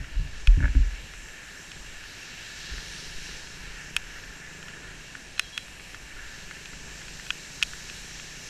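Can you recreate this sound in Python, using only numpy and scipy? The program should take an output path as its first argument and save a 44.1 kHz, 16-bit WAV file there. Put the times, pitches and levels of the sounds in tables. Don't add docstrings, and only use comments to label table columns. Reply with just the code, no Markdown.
import sys
import numpy as np
from scipy import signal
from scipy.fft import rfft, irfft, next_fast_len
from scipy.io import wavfile
from scipy.ndimage import uniform_filter1d

SR = 44100
rng = np.random.default_rng(int(sys.argv[2]) if len(sys.argv) > 2 else 0)


def convert_level_to_amplitude(level_db):
    exponent = np.asarray(level_db, float) / 20
    return 10 ** exponent


def master_out(mix):
    frames = np.transpose(np.atleast_2d(mix))
    ceiling = np.clip(frames, -1, 1)
    pcm = np.round(ceiling * 32767).astype(np.int16)
    wavfile.write(sys.argv[1], SR, pcm)


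N = 374409
T = np.arange(N) / SR
SIZE = next_fast_len(N)
HZ = np.arange(SIZE // 2 + 1) * SR / SIZE + 1


def unit(x):
    return x / np.sqrt(np.mean(x ** 2))


def curves(table):
    s, *columns = np.transpose(table)
    return [np.interp(T, s, column) for column in columns]


def colour(points):
    hz, db = np.transpose(points)
    return convert_level_to_amplitude(np.interp(np.log(HZ), np.log(hz), db, left=-90, right=-90))


def band(lo_hz, hi_hz):
    return 1 / np.sqrt((1 + (lo_hz / HZ) ** 30) * (1 + (HZ / hi_hz) ** 30))


def noise(gain, source=None):
    source = rfft(rng.standard_normal(SIZE)) if source is None else source
    return irfft(source * gain, SIZE)[:N]


def walk(rate):
    hold_ms = int(1000 / rate)
    held = np.repeat(rng.standard_normal(800), hold_ms)[:9000]
    slewed = uniform_filter1d(uniform_filter1d(held, hold_ms), hold_ms)
    return np.interp(T * 1000, np.arange(len(held)), unit(slewed))


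def ring(hz, t60, rise, phase=0., length=.04):
    t = np.arange(int(length * SR)) / SR
    decay = np.exp(-np.log(1000) * t / t60)
    return np.sin(2 * np.pi * hz * t + phase) * decay * (1 - np.exp(-t / rise))


def add(out, s, x):
    i = int(s * SR)
    out[i:i + len(x)] += x[:max(len(out) - i, 0)]


def total_db(levels):
    return 20 * np.log10(np.sqrt(sum(convert_level_to_amplitude(2 * db) for db in levels)))


# centre_hz, width_hz, level_db
EXHAUST_MODES = [(40, 31, -8.5), (158, 48, 0), (400, 130, -3.5)]
# time_s, firing_rate_hz
FIRING_RATE = [(0, 12), (2.36, 12), (2.77, 23.4), (3.56, 29.6), (3.76, 28.7), (4.0, 33.2), (4.42, 26.6),
               (4.62, 26.5), (4.96, 30.5), (5.11, 28.4), (5.8, 15), (6.15, 14.5), (6.75, 27.1), (7.3, 24.2),
               (7.6, 29.8), (7.97, 29.6), (8.25, 31.1), (8.49, 30.3)]


def engine():
    (hz,), db = curves(FIRING_RATE), throttle()
    unevenness = np.interp(hz, [14, 24], [.04, .004])
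    turns = np.cumsum(hz * (1 + unevenness * walk(20))) / SR
    fired = np.flatnonzero(np.diff(np.floor(turns)))
    pulses = np.zeros(N)
    pulses[fired] = convert_level_to_amplitude(1.2 * rng.standard_normal(400)[:len(fired)]) / np.sqrt(hz[fired])
    body = sum((-1) ** k * convert_level_to_amplitude(level_db) * ring(mode_hz, 2.6 / width, .7 / width, length=.15)
               for k, (mode_hz, width, level_db) in enumerate(EXHAUST_MODES))
    thump = unit(signal.fftconvolve(pulses, body)[:N])
    gas = np.exp(-(turns % 1) / 0.16) * noise(band(1540, 1880))
    return convert_level_to_amplitude(db - 2.0) * thump + convert_level_to_amplitude(0.59 * db - 31) * unit(gas)


IDLE_DB, TWIST_S = -60, 0.12
# start_s, end_s, exhaust_db
THROTTLE_PULLS = [
    (1.497, 1.902, -59),
    (2.246, 2.44, -60),
    (2.582, 3.43, -50.5),
    (3.49, 3.97, -50.5),
    (4.05, 4.5, -53.5),
    (4.47, 5.057, -51.5),
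    (5.05, 6.1, -63),
    (5.85, 5.95, -54),
    (6.336, 8.6, -52),
]


def throttle():
    levels = [IDLE_DB]
    for start, end, db in THROTTLE_PULLS:
        held = np.clip(np.minimum(T - start, end - T) / TWIST_S + .5, 1e-4, 1)
        levels.append(db + 20 * np.log10(held))
    return total_db(levels)


# frequency_hz, density_db (per hz)
HISS_COLOUR = [(530, -39), (900, -4), (1130, -16), (1370, 3.5), (1750, 4), (2050, -0.5), (2720, 4),
               (3540, -7), (3850, -13), (5910, -12.5), (6900, -13), (7500, -14.5), (8440, -17),
               (11600, -25), (15500, -37.5)]
# centre_hz, width_hz, lift_db
CAVITY_MODES = [(1736, 230, 7.5), (2266, 98, 5.5), (2800, 28, 4), (3516, 130, -9.5), (3910, 760, 5.5),
                (5020, 290, -2.5), (5480, 660, 4), (6410, 620, 2), (7500, 280, 7), (8970, 430, 2),
                (10400, 400, 2)]
# rain_db, spray_share_db, cavity_share (ratio), port_share (ratio)
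CASE_RANGES = [(-50.5, 12, 0.71, 0.11), (-50.5, 3.5, 0.16, 0.16), (-57.5, 1.5, 0, 0.14),
               (-55.5, -2, 0, 0.24), (-61.5, -16.5, 0.11, 1), (-67.5, -8.5, 0, 0.24), (-70, -9, 0, .6)]


def wet_road():
    lift_db = sum(lift / (1 + (2 * (HZ - hz) / width) ** 2) for hz, width, lift in CAVITY_MODES)
    case = colour(HISS_COLOUR) * convert_level_to_amplitude(lift_db)
    landed = rng.random(SIZE) < 200 / SR
    patter = landed * convert_level_to_amplitude(5.6 * rng.exponential(size=SIZE)) * rng.standard_normal(SIZE)
    patter = convert_level_to_amplitude(-14.5) * rfft(unit(np.clip(patter, -7, 7))) / np.sqrt(1 + (HZ / 3500) ** 4)
    source = case * (rfft(rng.standard_normal(SIZE)) + patter)
    edges = [600, 2050, 3500, 5000, 6900, 8100, 11000, 15400]
    swell_db, out = .25 * walk(3), 0
    for lo, hi, row in zip(edges, edges[1:], CASE_RANGES):
        mid = np.sqrt(lo * hi)
        low = convert_level_to_amplitude(.8 * walk(3)) * noise(band(lo, mid), source)
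        high = convert_level_to_amplitude(.8 * walk(3)) * noise(band(mid, hi), source)
        low_gain = convert_level_to_amplitude(wetness(np.sqrt(lo * mid), *row))
        high_gain = convert_level_to_amplitude(wetness(np.sqrt(mid * hi), *row))
        part = low_gain * low + high_gain * high
        out = out + convert_level_to_amplitude(-1.5 + swell_db + 1.06 * walk(14)) * part / np.std(low + high)
    return out


SPRAY_FALL = 16.8
SPRAY_NARROW_DB = 13
# closest_s, distance_over_speed_s, peak_db, loudest_hz
SPRAY_PASSES = [
    (1.6, 0.51, -66, 6000),
    (2.6, 0.5, -49, 4250),
    (2.94, 0.23, -41.5, 5300),
    (3.27, 0.2, -45.5, 5600),
    (5.7, 0.56, -54, 7500),
    (7.1, 0.97, -53.5, 4470),
    (7.85, 0.36, -46, 6030),
    (8.5, 0.32, -46.5, 5900),
]
# time_s, level_db
CAVITY_EXPOSURE = [(0, 1.5), (.9, 2), (1.25, -2), (2.1, 2.5), (2.7, 6), (3.2, 2), (3.85, 5.5), (4.6, .5),
                   (4.9, 6), (5.18, -3.5), (5.84, -4), (6.2, 5), (6.7, -1.5), (7.4, 1), (7.7, -0.5),
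                   (8.49, 1)]
# time_s, level_db
PORT_EXPOSURE = [(0, -2), (.4, -3.5), (.92, 1), (1.25, 2.5), (2.08, 5), (2.32, 0.5), (2.53, 4.5),
                 (2.75, -1), (3.4, 1.5), (3.85, 2), (4.6, 1), (4.9, -2), (5.3, 0), (5.84, 0), (6.6, 3.5),
                 (7.17, 8), (7.45, 5), (8.49, 3)]


def wetness(hz, rain_db, spray_db, cavity, port):
    levels = [rain_db]
    for s, lag, db, top_hz in SPRAY_PASSES:
        pitch_loss = SPRAY_NARROW_DB * np.abs(np.log2(hz / top_hz))
        distance_loss = SPRAY_FALL * np.log10(1 + ((T - s) / lag) ** 2)
        levels.append(db + spray_db - pitch_loss - distance_loss)
    return total_db(levels) + cavity * curves(CAVITY_EXPOSURE)[0] + port * curves(PORT_EXPOSURE)[0]


# start_s, peak_db, hollow_share_db, wall_share_db, crack_share_db
BIG_DROPS = [
    (0.4728, -12.5, -8.5, -7, -15.5),
    (3.9651, -8, -7.5, -5, -6),
    (5.395, -9.5, -3.5, -0.5, -4),
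    (5.5773, -14.5, -7, -6, -11),
    (7.3048, -11, -6.5, -9, -18.5),
    (7.6263, -6, -10, -4, -19),
    (7.6319, -14.5, -13, -2, -4.5),
]
# start_s, peak_db, hollow_share_db
SMALL_DROPS = [(0.0428, -40.5, 8.5), (1.1368, -35, 4.5), (1.2853, -35, 0), (1.717, -30, -3),
               (2.039, -33, -4), (2.7812, -42, 13), (3.3123, -41, 6), (3.472, -36, -4), (3.9727, -29, -3),
               (4.185, -44, 14), (4.2376, -35, -5), (4.628, -31.5, 0), (4.683, -31.5, 3),
               (5.1519, -36.5, 9.5), (5.3794, -30, -2), (5.682, -43, 9), (5.797, -36.5, 4),
               (7.1974, -43, 14.5), (5.9456, -32, 7), (6.388, -38, 2), (6.511, -36, 11), (6.657, -29, -7),
               (6.733, -45.5, 15.5), (7.016, -40, 8), (7.082, -32, 0.5), (7.266, -31, -2), (7.6175, -36, 9),
               (7.734, -32.5, 5), (7.8986, -27.5, -3.5), (8.198, -30, -1)]
DRIP_WALL_DB, DRIP_CRACK_DB = -5, -19
# mode_hz, t60_s, level_db
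SHELL_MODES = [(2540, 0.014, 3), (2870, 0.01, -2), (3260, 0.013, -3)]
# mode_hz, t60_s, level_db
HOLLOW_MODES = [(1200, 0.0071, -17.5), (1510, 0.016, 1.5), (1748, 0.011, 6), (1990, 0.012, 1)]
# mode_hz, t60_s, level_db
WALL_MODES = [(3780, 0.0087, 1), (4390, 0.0045, 9), (4870, 0.0095, 0.5), (5530, 0.015, 2), (6470, 0.012, 2)]
# mode_hz, t60_s, level_db
CRACK_MODES = [(7900, 0.0037, -0.5), (9000, 0.0062, -4), (9740, 0.0039, -6), (12100, 0.0041, -10)]


def drops():
    out = np.zeros(N)
    # (modes, rise s, phase lag between modes rad)
    groups = [(SHELL_MODES, .0005, 1.7), (HOLLOW_MODES, .0005, .2), (WALL_MODES, .00012, .2),
              (CRACK_MODES, .00006, .2)]
    hits = BIG_DROPS + [(*drip, DRIP_WALL_DB, DRIP_CRACK_DB) for drip in SMALL_DROPS]
    for (s, db, *shares), chance in zip(hits, rng.standard_normal((len(hits), 4, 5, 3))):
        for (modes, rise, lag), group_db, draws in zip(groups, [0, *shares], chance):
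            tick = 0
            for k, ((hz, t60, mode_db), (detune, spread, phase)) in enumerate(zip(modes, draws)):
                start_phase = np.pi - lag * k + .5 * phase
                tone = ring(hz * (1 + .012 * detune), t60, rise, start_phase)
                tick = tick + convert_level_to_amplitude(mode_db + 1.5 * spread) * tone
            add(out, s, convert_level_to_amplitude(db + group_db - 0.42) * tick / np.max(np.abs(tick)))
    return signal.sosfilt(signal.butter(3, 850, "high", fs=SR, output="sos"), out)


# start_s, peak_db, sway_hz, t60_s, frame_buzz_db
MOUNT_KNOCKS = [(0.0, -23.5, 40, 0.15, -43), (0.149, -29, 46.4, .3, -46), (.166, -15, 37.5, 0.45, -48),
                (0.23, -29, 62.5, 0.19, -43.5), (0.478, -2.5, 38.4, 0.36, -43), (.574, -5, 80, 0.09, -27),
                (0.609, -37, 63, 0.15, -25.5), (0.637, -6, 46.3, 0.1, -26), (0.687, -16.5, 45, 0.21, -37),
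                (0.75, -20, 62.4, .4, -23.5), (.766, 0, 42.4, 0.065, -36), (.795, -11, 40.5, 0.39, -48),
                (2.72, -29, 40, 0.16, -45.5)]
# mode_hz, t60_s, level_db
FRAME_MODES = [(57.4, 0.73, 1.5), (204, 0.18, -8.5), (271, 0.18, -2), (307, 0.05, -6.5)]
# start_s, peak_db
DOOR_RATTLE = [
    (0.5636, -46),
    (0.603, -27),
    (0.616, -38),
    (0.6268, -26.5),
    (0.6346, -27.5),
    (0.6426, -20),
    (0.6551, -21),
    (0.6795, -30),
    (0.751, -32.5),
]
# mode_hz, t60_s, level_db
DOOR_MODES = [(567, 0.024, -11), (924, 0.056, -16.5), (1510, 0.014, 3.5), (1707, 0.029, 2.5),
              (2180, 0.018, -5)]
# start_s, peak_db
STRAP_JERKS = [(0, -34.5), (.2, -32.5), (.244, -39.5), (.352, -56), (.48, -36), (.582, -24), (.63, -29),
               (.75, -51), (.79, -31), (1.028, -47)]
JERK_RISE_S, JERK_T60_S = 0.013, 0.26


def knocks():
    out = np.zeros(N)
    ends = [knock[0] for knock in MOUNT_KNOCKS[1:]] + [N / SR]
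    for (s, db, hz, t60, buzz_db), end in zip(MOUNT_KNOCKS, ends):
        sway = ring(hz, t60, 0.0053, np.pi, length=.6)
        overrun = np.maximum(np.arange(len(sway)) / SR - (end - s), 0)
        checked = np.exp(-overrun / 0.0045)
        add(out, s, convert_level_to_amplitude(db - 0.5) * sway * checked)
        buzz = sum(convert_level_to_amplitude(g) * ring(f, t, 0.0039, np.pi, length=.6) for f, t, g in FRAME_MODES)
        add(out, s, convert_level_to_amplitude(buzz_db) * buzz)
    rattle_phases = 2 * np.pi * rng.random((len(DOOR_RATTLE), len(DOOR_MODES)))
    for (s, db), phases in zip(DOOR_RATTLE, rattle_phases):
        add(out, s, sum(convert_level_to_amplitude(db + g - 2.5) * ring(f, t, 0.00064, p) for (f, t, g), p in zip(DOOR_MODES, phases)))
    rub_levels = []
    for s, db in STRAP_JERKS:
        fall_db = np.where(T < s, 20 * (s - T) / JERK_RISE_S, 60 * (T - s) / JERK_T60_S)
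        rub_levels.append(db - fall_db)
    return out + convert_level_to_amplitude(total_db(rub_levels) - 2) * unit(noise(band(75, 158)))


# start_s, end_s, start_hz, end_hz, level_db
HORN_TONES = [
    (5.368, 5.452, 4095, 4040, -52.5),
    (5.424, 5.492, 3280, 3240, -52),
    (5.518, 5.655, 4055, 4000, -57.5),
    (5.522, 5.6, 3320, 3285, -49),
    (5.595, 5.66, 3290, 3275, -58),
]


def horn():
    out = np.zeros(N)
    for start, end, start_hz, end_hz, db in HORN_TONES:
        hz = np.linspace(start_hz, end_hz, int((end - start) * SR))
        tone = np.sin(2 * np.pi * np.cumsum(hz) / SR)
        add(out, start, convert_level_to_amplitude(db + 4.0) * signal.windows.tukey(len(hz), .25) * tone)
    return out * convert_level_to_amplitude(1.0 * walk(60))


CALM_DB = -50.5
DRONE_DB, DRONE_PER_LOAD = -56.5, 0.11
# middle_s, half_length_s, peak_db
WIND_GUSTS = [(0.504, 0.45, -37), (1.2, .12, -47), (1.9, 0.19, -45.5), (2.756, .06, -36.5),
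              (2.954, .06, -48), (3.144, 0.077, -42), (3.605, 0.69, -46), (3.95, 0.052, -48),
              (4.195, 0.16, -50), (4.607, 0.087, -51), (4.946, .1, -50), (5.33, 0.053, -44),
              (5.9, 0.36, -51), (6.137, 0.12, -44), (6.42, .2, -50), (6.85, 0.15, -48.5),
              (7.305, 0.32, -51), (7.683, .12, -45), (8, 0.33, -46.5)]
# centre_hz, width_hz, level_db
MOUNT_MODES = [(8.04, 16, 0), (26.5, 4, -6), (40.8, 9.5, -1.5), (59, 2.6, 0)]
# frequency_hz, density_db (per hz)
TRAFFIC_COLOUR = [(50, -30), (90, -0.5), (150, -8), (270, -7), (360, -10.5), (670, -13), (1300, -15.5)]


def air():
    wind_db = total_db([CALM_DB] + [db - 6 * ((T - s) / half) ** 4 for s, half, db in WIND_GUSTS])
    drone_db = DRONE_DB + DRONE_PER_LOAD * (throttle() - IDLE_DB)
    mount_power = sum(convert_level_to_amplitude(2 * g) / (1 + (2 * (HZ - f) / w) ** 2) for f, w, g in MOUNT_MODES)
    mount = np.sqrt(mount_power / (1 + (HZ / 70) ** 4))
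    wind = convert_level_to_amplitude(wind_db - 1.8 + 1.16 * walk(7.7)) * unit(noise(mount))
    drone = convert_level_to_amplitude(drone_db + 2.5 + 0.55 * walk(12)) * unit(noise(colour(TRAFFIC_COLOUR)))
    return wind + drone


def scene():
    return (engine() + wet_road() + drops() + knocks() + horn() + air())[None]


def top_cut(x):
    return signal.sosfilt(signal.butter(12, 16480, fs=SR, output="sos"), x)


def record(dry):
    mix = signal.sosfilt(signal.butter(8, 15800, fs=SR, output="sos"), dry)
    return top_cut(mix)


dry = scene()
out = record(dry)
master_out(out)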